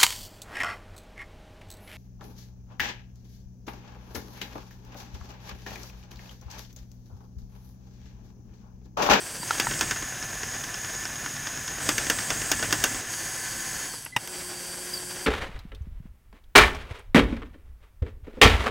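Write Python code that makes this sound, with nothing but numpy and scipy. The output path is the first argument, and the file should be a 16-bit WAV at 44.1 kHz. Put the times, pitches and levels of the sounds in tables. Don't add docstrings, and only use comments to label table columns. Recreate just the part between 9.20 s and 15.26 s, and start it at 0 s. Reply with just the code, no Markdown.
import sys
import numpy as np
from scipy import signal
from scipy.fft import irfft
from scipy.io import wavfile
from scipy.ndimage import uniform_filter1d, map_coordinates

SR = 44100
rng = np.random.default_rng(int(sys.argv[2]) if len(sys.argv) > 2 else 0)


def rack_gain(trim_db):
    fader = np.asarray(trim_db, float)
    return 10 ** (fader / 20)


def dump_mix(stems):
    frames = np.atleast_2d(stems).T
    limited = np.clip(frames, -1, 1)
    pcm = np.round(limited * 32767).astype(np.int16)
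    wavfile.write(sys.argv[1], SR, pcm)


N = 267157

# (centre [Hz], width [Hz], boost [dB])
TOOTH_RINGS = [(290, 120, 5), (1540, 330, 7.5), (1830, 270, 4), (2770, 105, 6), (3400, 430, 2.5),
               (5210, 800, 4), (6430, 1000, 8.5), (4070, 270, -16.5)]


def evened(x):
    return x / np.sqrt(np.mean(x ** 2) + 1e-20)


def add(mix, s, sound):
    part = mix[round(s * SR):][:len(sound)]
    part += sound[:len(part)]


def curves(rows):
    s, *columns = np.transpose(rows)
    t = np.arange(N) / SR
    gate = uniform_filter1d(1. * (t >= s[0]) * (t <= s[-1]), 441)
    return gate, *(np.interp(t, s, c) for c in columns)


def colour(x, points, rings=()):
    hz = abs(np.fft.fftfreq(8192, 1 / SR))
    f, db = np.transpose(points)
    db = np.interp(np.log(hz + 1), np.log(f + 1), db)
    for at_hz, width, up_db in rings:
        db = db + up_db / (1 + (2 * (hz - at_hz) / width) ** 2)
    log_gain = np.log(rack_gain(np.maximum(db, -100)))
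    taps = np.fft.ifft(np.exp(log_gain - 1j * signal.hilbert(log_gain).imag)).real[:4096]
    return signal.oaconvolve(x, taps)[:len(x)]


def wander(hz):
    knots = rng.standard_normal(2000)
    coarse = np.arange(0, N + 32, 32)
    smooth = map_coordinates(knots, [coarse * hz / SR], order=3)
    return evened(np.interp(np.arange(N), coarse, smooth))


def runs(rows, rise, coast, order=1):
    on, off, *columns = np.transpose(rows)[:, :, None]
    t = np.arange(N) / SR
    fade_db = -rise * np.maximum(on - t, 0) ** order - coast * np.maximum(t - off, 0) ** order
    nearest = np.argmax(fade_db, axis=0)
    return np.max(fade_db, axis=0), *(uniform_filter1d(c[nearest, 0], size=2000) for c in columns)


def motors():
    # (on [s], off [s], level [dB])
    lift_runs = [
        (0.32, 3.79, -37.5),
        (3.9, 4.65, -38.5),
    ]
    # (on [s], off [s], level [dB], strain [0-1], hum [dB])
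    tilt_runs = [
        (0, .36, -45, 0.63, -68),
        (.46, .6, -46.5, 0.98, -53),
        (2.64, 3.8, -45, 0.9, -75),
        (3.92, 4.7, -44, 0.03, -60),
        (5.025, 5.06, -47, 0.37, -59),
        (5.1, 6.1, -44.5, 0.44, -52),
    ]
    fade_db, lift_db = runs(lift_runs, rise=1300, coast=2600, order=2)
    tilt_fade_db, tilt_db, strain, hum_db = runs(tilt_runs, rise=4700, coast=340, order=2)
    reverse_s, reverse_width_s = 3.85, 0.042
    brake = np.exp(-((np.arange(N) / SR - reverse_s) / reverse_width_s) ** 2)
    tilt_fade_db = tilt_fade_db - 11.5 * brake
    return lift_db + fade_db + 2 * brake, tilt_db + tilt_fade_db, strain, hum_db + 2 * tilt_fade_db


def brushes(speed, bars, repeat, sharp, wobble):
    turns = np.cumsum(speed * (1 + wobble * wander(40.))) / SR
    place = np.arange(8192) / 8192
    uneven = (.6 + rng.rayleigh(1, (2, 140))) * np.minimum(np.arange(140) / 40, 1)
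    tracks = irfft(uneven * np.exp(2j * np.pi * rng.random((2, 140))), 8192)
    one, other = (np.interp(turns % 1, place, track) for track in tracks)
    drift = 1.46 * wander(9.)
    worn = np.cos(drift) * one + np.sin(drift) * other
    contact = repeat * evened(worn) + np.sqrt(1 - repeat ** 2) * rng.standard_normal(N)
    pulse = np.exp(sharp * np.cos(2 * np.pi * bars * turns) + 0.2 * sharp * np.cos(2 * np.pi * turns))
    return contact * evened(pulse), turns


def knocks(rows, rings, crack_s, tail_db, thud, t60s):
    out, t = np.zeros(N), np.arange(6000) / SR
    hz = [60, 290, 600, 1600, 5400, 12000, 16000]
    for s, peak_db, snap_db, sizzle_db in rows:
        noise = rng.standard_normal(6000)
        thud_db = thud[0] + thud[1] * peak_db
        t60 = max(t60s[0] + t60s[1] * peak_db, .015)
        shudder = signal.lfilter([.35], [1, -.65], noise[::-1])
        chatter = noise * np.exp(-(t / crack_s) ** 2) + shudder * rack_gain(tail_db - 60 * t / t60)
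        blow = chatter * np.minimum(t / 0.00023, 1) / 3
        dip_db = (thud_db + peak_db) / 2 + 5
        tone_db = [thud_db - 14, thud_db + 16, dip_db, peak_db, snap_db + 10, sizzle_db - 5, sizzle_db - 6]
        add(out, s - .0006, colour(blow, list(zip(hz, tone_db)), rings))
    return out


def dying_modes(rows):
    out, t = np.zeros(N), np.arange(2400) / SR
    for s, peak_db, hz, width in rows:
        fade = (1 - np.exp(-t / .0005)) * np.exp(-t * width / 2)
        add(out, s, rack_gain(peak_db) * np.sin(2 * np.pi * hz * t) * fade)
    return out


def tilt_motor():
    # (time [s], speed [turns per s])
    shaft_speed = [(0, 180.5), (.22, 181.5), (.45, 171), (2.55, 163), (2.95, 170.5), (3.75, 170.8),
                   (3.86, 160), (3.97, 173), (4.1, 171.5), (4.6, 170), (4.72, 172.5), (4.79, 144),
                   (4.95, 80), (5.04, 176), (5.1, 183.3), (5.2, 179.8), (5.49, 178.4), (5.62, 180.2)]
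    # (frequency [Hz], level [dB per Hz])
    can_colour = [(410, -34), (700, -4), (1080, 2), (1180, -24), (1640, 4.5), (1820, -6), (2590, -7.5),
                  (3280, -4.5), (3990, -16), (4610, -8), (6830, -3.5), (8210, -5), (10800, -9),
                  (12300, -13.5), (16000, -14.5)]
    # (centre [Hz], width [Hz], boost [dB])
    can_rings = [(4660, 630, 10), (7975, 200, 10.5), (8800, 97, 2.5), (9900, 110, -18), (10020, 1300, 9),
                 (6190, 100, 6), (3170, 50, 10), (1640, 470, 1.5), (11400, 470, 7), (12200, 1000, -1.5)]
    # (frequency [Hz], level [dB per Hz])
    load_colour = [(4000, -49.5), (6800, -23), (7300, 6), (7600, -7), (8220, 4), (8550, 1.5), (9000, -32),
                   (12000, -17.5)]
    # (multiple of the shaft rate, level [dB])
    hum_orders = [(1, -6), (2, 0), (3, -9), (9, -14)]
    # (multiple of the shaft rate, on [s], off [s], level [dB], fade [dB per s])
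    mesh_tones = [
        (31, 4.735, 4.785, -46.5, 800),
        (26, .215, .235, -43, 600),
        (26, 3.98, 4.66, -52, 400),
        (26, 4.7, 4.72, -48, 500),
        (26, 5.1, 6.1, -50.5, 200),
        (9, 4, 4.7, -52.5, 300),
        (12, 4, 4.65, -55, 100),
    ]
    contact, turns = brushes(curves(shaft_speed)[1], bars=2, repeat=.8, sharp=.3, wobble=.0012)
    can = evened(colour(contact, can_colour, can_rings))
    ring = evened(colour(contact + .5 * rng.standard_normal(N), load_colour))
    _, can_db, strain, hum_db = motors()
    out = np.zeros(N)
    for order, db in hum_orders:
        out += rack_gain(db + hum_db + 1.2 * wander(8.) + 6.0) * np.sin(2 * np.pi * order * turns)
    for order, on, off, db, fade in mesh_tones:
        level = rack_gain(db + runs([(on, off)], fade, fade)[0] + 3.5 * wander(30.))
        out += level * np.sin(order * (2 * np.pi * turns + .06 * wander(45.)))
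    ring_db = can_db - 8 + 17 * strain
    return out + rack_gain(can_db + 6.5) * can + rack_gain(ring_db) * ring


def frame():
    # (frequency [Hz], level [dB per Hz])
    grind_colour = [(110, -60), (190, -18.5), (236, -6.5), (324, -3), (415, -5), (783, -5), (931, -12.5),
                    (1520, -4), (4240, -14), (6000, -7), (7800, -32), (13200, -120)]
    # (frequency [Hz], level [dB per Hz])
    thrum_colour = [(8.8, -28), (15, -20), (43, 1), (70, -7), (102, -2), (140, 1), (173, -5), (260, -6.5),
                    (340, -29), (570, -120)]
    # (centre [Hz], width [Hz], boost [dB])
    panel_rings = [(97, 16, 5), (58, 10, 3), (76, 14, -6)]
    grind_rest_db, thrum_rest_db = -62, -55
    lift_db, tilt_db, strain, _ = motors()
    grind_gain = np.hypot(rack_gain(lift_db - 5.5), rack_gain(tilt_db - 3 + 9.5 * strain))
    raised = np.clip(np.arange(N) / SR - 3.6, 0, .25) * 4
    thrum_gain = np.hypot(rack_gain(lift_db - 8.5 - 1.5 * raised), rack_gain(tilt_db - 25.5 + 29 * strain))
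    grind = evened(colour(rng.standard_normal(N) * rack_gain(2.23 * wander(60.)), grind_colour))
    thrum = evened(colour(rng.standard_normal(N) * rack_gain(1.3 * wander(26.0)), thrum_colour, panel_rings))
    grind = grind * np.hypot(grind_gain, rack_gain(grind_rest_db))
    return grind + thrum * np.hypot(thrum_gain, rack_gain(thrum_rest_db))


def quiet_room():
    # (frequency [Hz], level [dB per Hz])
    room_colour = [(20, -5), (130, 0), (600, -20), (1800, -22), (3700, -30), (10000, -27), (16000, -29)]
    return rack_gain(-60) * evened(colour(rng.standard_normal(N), room_colour))


def ticks():
    # (time [s], peak [dB], frequency [Hz], width [Hz])
    tick_events = [
        (4.8235, -19, 11000, 4000),
        (4.8504, -14, 11200, 2400),
        (5.075, -20, 13200, 2700),
        (0.2, -29, 200, 530),
        (4.964, -27, 123, 280),
    ]
    return dying_modes(tick_events)


def lever_clicks():
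    # (time [s], knock [dB], snap [dB], sizzle [dB])
    clicks = [
        (0.2308, -28, -30, -42),
        (0.3078, -13, -20, -34),
        (0.4686, -20, -30, -42),
    ]
    # (frequency [Hz], width [Hz])
    shell_modes = [(935, 680), (1355, 770), (1850, 710)]
    # (first mode [dB], second mode [dB], third mode [dB])
    shell_levels = [
        (-24, -33, -30.5),
        (-15.5, -7.5, -26),
        (-13.5, -14, -16),
    ]
    shell = []
    for click, levels in zip(clicks, shell_levels):
        for db, (hz, width) in zip(levels, shell_modes):
            shell.append((click[0], db, hz, width))
    snaps = knocks(clicks, [], crack_s=0.0071, tail_db=-4, thud=(-29, .01), t60s=(.021, .00001))
    return snaps + dying_modes(shell)


def lift_motor():
    # (frequency [Hz], level [dB per Hz])
    can_colour = [(1470, -33), (2500, -29), (3280, -22), (4170, -14.5), (4990, -5.5), (5780, -1.5),
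                  (6550, 1.5), (6860, -0.5), (7470, -7.5), (8140, -3.5), (8940, -11), (9660, -5),
                  (11200, -15), (15200, -13.5), (16000, -28)]
    # (frequency [Hz], level [dB per Hz])
    box_colour = [(290, -18), (500, -34), (746, -3.5), (888, -11.5), (1020, -3), (1230, -10), (1720, -0.5),
                  (2270, -8.5), (2520, -8.5), (3270, -11), (4000, -15), (5200, -35), (8800, -120)]
    # (centre [Hz], width [Hz], boost [dB])
    rings = [(6680, 200, 9.5), (6250, 350, 4), (5150, 450, 3), (5760, 340, -9), (1750, 110, 5),
             (1520, 90, 4)]
    can_db, tilt_db, strain, _ = motors()
    box_db = can_db - 6 + 2.5 * strain * np.minimum(rack_gain(tilt_db + 39), 1)
    contact, turns = brushes(116.5 * np.ones(N), bars=3, repeat=.45, sharp=.2, wobble=.008)
    can = evened(colour(contact, can_colour, rings[:4])) * rack_gain(can_db + 0.5 + 0.7 * wander(9.7))
    rough = rng.standard_normal(N) * rack_gain(1.2 * wander(90.))
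    box = evened(colour(rough + 0.58 * contact, box_colour, rings[4:])) * rack_gain(box_db + 2.5)
    mesh = np.sin(2 * np.pi * 15 * turns + .9 * wander(50.)) * rack_gain(box_db - 2 + 1.8 * wander(30.))
    hits = rack_gain(3.1 * np.minimum(rng.exponential(1, N), 3)) * (rng.random(N) < 120 / SR)
    burst = rng.standard_normal(300) * np.exp(-np.arange(300) / 60.)
    rattle = signal.oaconvolve(hits, burst)[:N]
    rattle = colour(rattle, [(100, -30), (1500, -25), (7000, -1), (16000, 2)], TOOTH_RINGS)
    return can + box + mesh + evened(rattle) * rack_gain(box_db - 8)


def with_sizzle(rows):
    snap_db = np.asarray(rows)[:, 2]
    sizzle_db = snap_db - 8 + 1.34 * np.maximum(snap_db + 26.5, 0)
    return np.column_stack([rows, sizzle_db])


def strained_clacks():
    # (time [s], knock [dB], snap [dB])
    slips = [(0.351, -15.5, -33), (0.3825, -20, -28), (0.3987, -5, -16), (0.5112, -11, -26),
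             (0.5367, -19, -27), (0.5916, -27, -26), (0.6102, -4.5, -17), (0.686, -24, -50),
             (0.7103, -7.5, -20), (0.7614, -16, -31), (0.8248, -15, -41), (2.604, -18, -45),
             (2.6901, -4, -15.5), (2.781, -7.5, -18), (2.8674, -15, -24), (2.8994, -4, -14.5),
             (2.9873, -11.5, -22.5), (3.0062, -31, -26), (3.1036, -5.5, -19), (3.2174, -13.5, -26),
             (3.3161, -4.5, -14.5), (3.3944, -17, -27), (3.4266, -6.5, -22.5), (3.5079, -15, -28),
             (3.5266, -3, -15), (3.6022, -30, -26), (3.6396, -2.5, -13.5), (3.7454, -15, -27),
             (3.9379, -20, -30), (5.075, -22.5, -30.5)]
    return knocks(with_sizzle(slips), TOOTH_RINGS, crack_s=0.0051, tail_db=-1.5,
                  thud=(-15, 1.05), t60s=(.135, .0035))


def light_clacks():
    # (centre [Hz], width [Hz], boost [dB])
    wheel_ring = (5500, 500, 6)
    start_s, turn_s, slowing_s = 1.0264, .10286, .0000645
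    k = np.arange(17) - 1
    odd = k % 2
    chance_db = 2 * rng.standard_normal((2, 17))
    s = start_s + turn_s * k + slowing_s * k ** 2
    knock_db = -17 - 1.5 * odd + chance_db[0]
    snap_db = -29 - 5 * odd + chance_db[1]
    rows = with_sizzle(np.transpose([s, knock_db, snap_db]))
    return knocks(rows, TOOTH_RINGS + [wheel_ring], crack_s=0.0044, tail_db=-0.5,
                  thud=(-16, 1), t60s=(.13, .0035))


def whine():
    # (on [s], off [s], level [dB], fade [dB per s])
    whines = [
        (3.1, 4.65, -54, 70),
        (4.9262, 4.939, -42.5, 5000),
        (4.95, 4.966, -44, 1500),
        (5.1, 5.2, -61, 100),
    ]
    level = sum(rack_gain(db + runs([(on, off)], fade, fade)[0]) for on, off, db, fade in whines)
    turn = 2 * np.pi * np.cumsum(2017 * (1 + 0.00132 * wander(30.))) / SR
    return level * np.sqrt(2) * (np.sin(turn) + rack_gain(-21) * np.sin(2 * turn))


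def gears_settle():
    # (time [s], knock [dB], snap [dB], sizzle [dB])
    stops = [
        (4.738, -26.5, -60, -46),
        (4.862, -23, -48, -52),
        (4.964, -7, -30.5, -17),
    ]
    # (centre [Hz], width [Hz], boost [dB])
    stop_rings = [(101, 90, 25), (800, 120, 8), (927, 170, 10), (1920, 150, 7), (2810, 610, 13),
                  (3770, 230, 10), (5610, 1300, 12), (8600, 570, 15), (4150, 360, -19)]
    return knocks(stops, stop_rings, crack_s=0.0081, tail_db=3, thud=(-25, .6), t60s=(.065, .001))


def squeak():
    # (time [s], frequency [Hz], level [dB])
    path = [
        (5.728, 4950, -55),
        (5.738, 4900, -35),
        (5.746, 4720, -33),
        (5.755, 4660, -35),
        (5.76, 4650, -43),
        (5.772, 4600, -42),
        (5.779, 4530, -37),
        (5.784, 4520, -52),
    ]
    gate, hz, db = curves(path)
    turn = 2 * np.pi * np.cumsum(hz * (1 + 0.0052 * wander(200.))) / SR
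    tone = np.sin(turn) + rack_gain(-13) * np.sin(3 * turn)
    return gate * rack_gain(db + 2.5 * wander(150.)) * np.sqrt(2) * tone


def scene():
    drive = tilt_motor() + frame() + lift_motor() + whine()
    clacks = strained_clacks() + light_clacks()
    small_parts = ticks() + lever_clicks() + gears_settle() + squeak()
    return np.tile(drive + clacks + small_parts + quiet_room(), (2, 1))


def band_limit(x):
    return signal.sosfilt(signal.butter(12, 16980, fs=SR, output="sos"), x)


def record(dry):
    edge = signal.firwin(511, 15880, window=("kaiser", 9), fs=SR)
    mix = signal.oaconvolve(dry, edge[None], "same")
    return band_limit(mix)


dry = scene()
out = record(dry)
dump_mix(out)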